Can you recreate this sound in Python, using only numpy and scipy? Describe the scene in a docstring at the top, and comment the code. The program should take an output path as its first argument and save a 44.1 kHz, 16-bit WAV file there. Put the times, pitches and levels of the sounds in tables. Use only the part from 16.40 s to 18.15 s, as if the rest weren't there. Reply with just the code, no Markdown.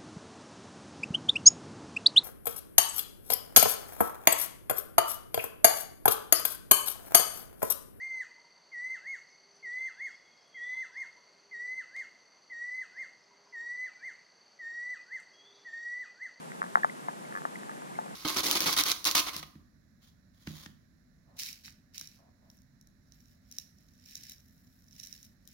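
"""Short, dull knocks of fish feeding on scattered grain reach a camera on the bed of a pond.
They come through the water and ring briefly in the camera's sealed housing; a few small bubbles blip.
The housing pushes one of the two microphones nearly as it pulls the other.
Under it all lie a low water murmur, a rumble and electronic hiss."""
import sys
import numpy as np
from scipy import signal
from scipy.fft import rfft, irfft
from scipy.io import wavfile

SR = 44100
rng = np.random.default_rng(int(sys.argv[2]) if len(sys.argv) > 2 else 0)


def master(y):
    """Save y as 16-bit WAV."""
    cut = np.clip(np.atleast_2d(y).T, -1, 1)
    pcm = np.round(cut * 32767)  # scale
    wavfile.write(sys.argv[1], SR, pcm.astype(np.int16))


N = 77175
EVENT_SAMPLES = 8192  # room for one knock or bubble


def knocks():
    """Each knock is a pulse, its echo off the bed, a ring in the housing and scatter in shallow water."""
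    # Each row: start in seconds, peak in dB, brightness in dB per octave, housing ring in dB,
    # echo delay in seconds, echo level in dB against the knock.
    hits = [(0.1184, -31, 21, -3.0, 0.002, -10), (0.2183, -13.0, 5, -16.5, 0.0018, -18.0),
            (0.2288, -21, 8, -14, 0.0022, -16), (0.2403, -25, 1, 9, 0.0018, -5),
            (0.2637, -32, 12, -1, 0.002, -12), (0.3558, -1.0, 3.5, -6, 0.002, -16),
            (0.3719, -15.5, -5.5, 6.5, 0.0022, -18), (0.4461, -6, -1, 2, 0.0017, -30),
            (0.6832, -31, 13.5, -2.0, 0.0023, -4.0), (0.6852, -22, -10, 4, 0.0016, -18),
            (0.6906, -30, 13.0, 6.0, 0.0018, 0), (0.9242, -27.5, 12, 1, 0.0016, -8),
            (0.9411, -33, 16, 6, 0.0017, -10), (0.9522, -20, 9.5, 7.5, 0.0017, -10),
            (0.9583, -34.0, 0, 4.5, 0.0019, -14.5), (0.962, -24, 12, 9, 0.00165, -4),
            (0.9735, -23, 13, 10, 0.00162, -5), (0.9843, -28, 6, 10, 0.0014, -14),
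            (1.0189, -26, 1, 0, 0.0017, -15.5), (1.0524, -14.5, -0.5, 3, 0.0016, -10),
            (1.233, -31.5, 19.5, -1.0, 0.0016, -18), (1.2948, -24.5, 5.5, 13, 0.0016, -12),
            (1.315, -33.0, 23, -2.5, 0.0021, -12.0), (1.4207, -30, 3.5, 13.5, 0.002, -6),
            (1.5887, -18.0, -4.5, 10, 0.0013, -16), (1.6137, -34.5, -12, 8, 0.0014, -20.0),
            (1.6605, -34.5, -18, 11, 0.0022, -8), (1.6816, -37.0, 8.5, 7.0, 0.0019, -9.0)]
    # The housing's own tones. Each row: pitch in Hz, level in dB against the knock, seconds to fade 60 dB.
    tones = [(753, -23, 0.041), (897, -16, .045), (1240, -25, 0.035), (1760, -22.5, .043)]
    echo_tilt, scatter_tilt = -4.5, -1.5  # dB per octave: both are duller than the knock
    scatter_db, scatter_fade_s = -16.5, 0.26
    out, t = np.zeros(N), np.arange(EVENT_SAMPLES) / SR
    for start, db, brightness, ring_db, echo_s, echo_db in hits:
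        hit = pulse(brightness)
        ring = sum(from_db(tone_db + ring_db - 60 * t / fade_s) * np.sin(2 * np.pi * hz * t)
                   for hz, tone_db, fade_s in tones)
        paths = rng.standard_normal(EVENT_SAMPLES) * from_db(-60 * t / scatter_fade_s) * (t > echo_s)
        scatter = signal.fftconvolve(pulse(brightness + scatter_tilt), paths / np.linalg.norm(paths))
        add(out, start, from_db(db) * hit)
        add(out, start + echo_s, from_db(db + echo_db) * pulse(brightness + echo_tilt))
        add(out, start, from_db(db) * signal.fftconvolve(hit, ring) / np.abs(rfft(hit)).max())
        add(out, start, from_db(db + scatter_db) * scatter)
    return out


def pulse(brightness):
    """A click that the housing squeezes to two or three swings, with a peak of about 1."""
    # What water and housing let through. Each row: frequency in Hz, relative level in dB.
    colour = [(40, -28), (300, -48), (450, -12.5), (600, -4), (850, 3.5), (1050, 2.5), (1350, 4.5),
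              (1600, -0.5), (1900, -5.5), (2200, -17.5), (2500, -32), (3200, -56), (6000, -64)]
    hz = frequencies(EVENT_SAMPLES)
    octaves = np.log2(np.clip(hz, 500, 1900) / 1200) * np.clip(hz / 400, 0, 1)
    gain = from_db(at_hz(colour, hz)[0] + brightness * octaves)
    # Build a click with this tone colour that is silent before it strikes (minimum phase).
    cepstrum = irfft(np.log(gain))
    cepstrum[EVENT_SAMPLES // 2:] = 0
    click = irfft(np.exp(2 * rfft(cepstrum)))
    return click / np.abs(signal.hilbert(click)).max()


def thud(hits):
    """The lowest part of a knock shakes both microphones alike."""
    top_hz, gain_db = 129, -2.5
    return from_db(gain_db) * signal.sosfilt(signal.butter(4, top_hz, fs=SR, output="sos"), hits + 1e-18)


def bubbles():
    """Each bubble swells, rings and dies while its pitch rises a little."""
    # Each row: start in seconds, pitch in Hz, level in dB, seconds to fade 60 dB.
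    blips = [(.1180, 2020, -35, .014), (0.4324, 1750, -14, .028), (0.496, 2015, -25, .018),
             (.6818, 2030, -31.5, .015), (.6852, 940, -21.5, 0.039), (.8500, 2110, -36, 0.024),
             (1.1557, 2000, -23.5, .018), (1.3670, 1710, -36, 0.021), (1.5535, 2115, -37, .027)]
    swell_s, rise_per_s = 0.0012, 1  # the rise is a share of the starting pitch
    out, t = np.zeros(N), np.arange(EVENT_SAMPLES) / SR
    swell = 1 - np.exp(-(t / swell_s) ** 2)
    for start, hz, db, fade_s in blips:
        tone = np.sin(2 * np.pi * hz * t * (1 + rise_per_s * t / 2))
        add(out, start, from_db(db - 60 * t / fade_s) * swell * tone)
    return out


def microphones(water):
    """The housing pushes one microphone as it pulls the other; balance and timing vary with pitch."""
    # Each row: frequency in Hz, left minus right in dB, left's lead over the flipped right in radians.
    feed = [(196, -1.5, 0.23), (402, -3.5, -.15), (535, 0.5, -0.35), (710, 3, -0.85), (853, 2.5, -0.27),
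            (1123, 4, 0.55), (1370, 1.5, 0.43), (1607, -1.1, 0.95), (2370, 1.2, 1.33), (2600, -5, -.69)]
    size = 2 * N
    balance_db, lead = at_hz(feed, frequencies(size))
    left = from_db(balance_db / 2) * np.exp(1j * lead / 2)
    return irfft(rfft(water, size) * np.array([left, -1 / left]), size)[:, :N]


def murmur():
    """The water murmurs steadily, heard through the housing."""
    # Each row: frequency in Hz, relative level in dB.
    colour = [(20, -36), (100, -38), (150, 4.5), (190, -1.5), (300, 0.5), (600, 1), (740, -1), (870, 5),
              (1100, -1.5), (1350, -3), (1900, -7.5), (2400, -21), (4000, -53)]
    return from_db(-45.5) * coloured_noise(colour)


def rumble():
    """A low rumble, unrelated at the two microphones."""
    # Each row: frequency in Hz, relative level in dB.
    colour = [(20, -54), (48, -36), (60, -19.5), (72, -40), (112, -26), (145, -3), (180, 0.5), (300, -6.5),
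              (500, -11), (1000, -21.5), (2000, -26), (4000, -38)]
    return from_db(-48) * np.array([coloured_noise(colour), coloured_noise(colour)])


def hiss():
    """The electronics hiss separately in each channel; the right one also whistles thinly."""
    # Each row: frequency in Hz, relative level on the left in dB, the same on the right.
    colour = [(100, -12, -8.5), (2470, 3.5, 5), (4900, -1.8, -0.5), (7600, -0.5, 0.5), (7800, -4, 0.5),
              (9630, -1.5, 2), (11200, -7, -4), (12300, -6.5, -6), (13200, -20, -15), (14600, -17, -25)]
    whistle_hz, width_hz = 7725, 100
    hz = frequencies(N)
    left_db, right_db = at_hz(colour, hz)
    left = from_db(-55.5) * noise(from_db(left_db))
    right = from_db(-54) * noise(from_db(right_db))
    whistle = from_db(-66.5) * noise(1 / (1 + (2 * (hz - whistle_hz) / width_hz) ** 2))
    return np.array([left, right + whistle])


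def from_db(db):
    """Turn decibels into a gain."""
    return 10 ** (np.asarray(db) / 20)


def frequencies(size):
    """The frequencies in Hz in a spectrum of that many samples."""
    return np.maximum(np.arange(size // 2 + 1) * SR / size, 1)


def at_hz(rows, hz):
    """Read each column of a table at these frequencies, blending between rows by octaves."""
    points, *columns = np.transpose(rows)
    return [np.interp(np.log(hz), np.log(points), column) for column in columns]


def noise(gain):
    """Steady noise shaped by a gain per frequency, at an average (rms) level of 1."""
    x = irfft(rfft(rng.standard_normal(N)) * gain, N)
    return x / np.sqrt(np.mean(x ** 2) + 1e-20)


def coloured_noise(colour):
    """Steady noise shaped by a table of Hz and dB."""
    return noise(from_db(at_hz(colour, frequencies(N))[0]))


def add(out, start, sound):
    """Mix a sound into out at a start time in seconds."""
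    i = int(np.clip(round(start * SR), 0, N - 1))
    out[i:i + len(sound)] += sound[:N - i]


def scene():
    """Knocks, bubbles and murmur come through the housing, over rumble and hiss."""
    hits = knocks()
    water = hits + bubbles() + murmur()
    return microphones(water) + thud(hits) + rumble() + hiss()


def record(dry):
    """The highest treble is cut off steeply."""
    cutoff_hz = 14600
    return signal.sosfilt(signal.ellip(12, .1, 70, cutoff_hz, fs=SR, output="sos"), dry)


dry = scene()
out = record(dry)
master(out)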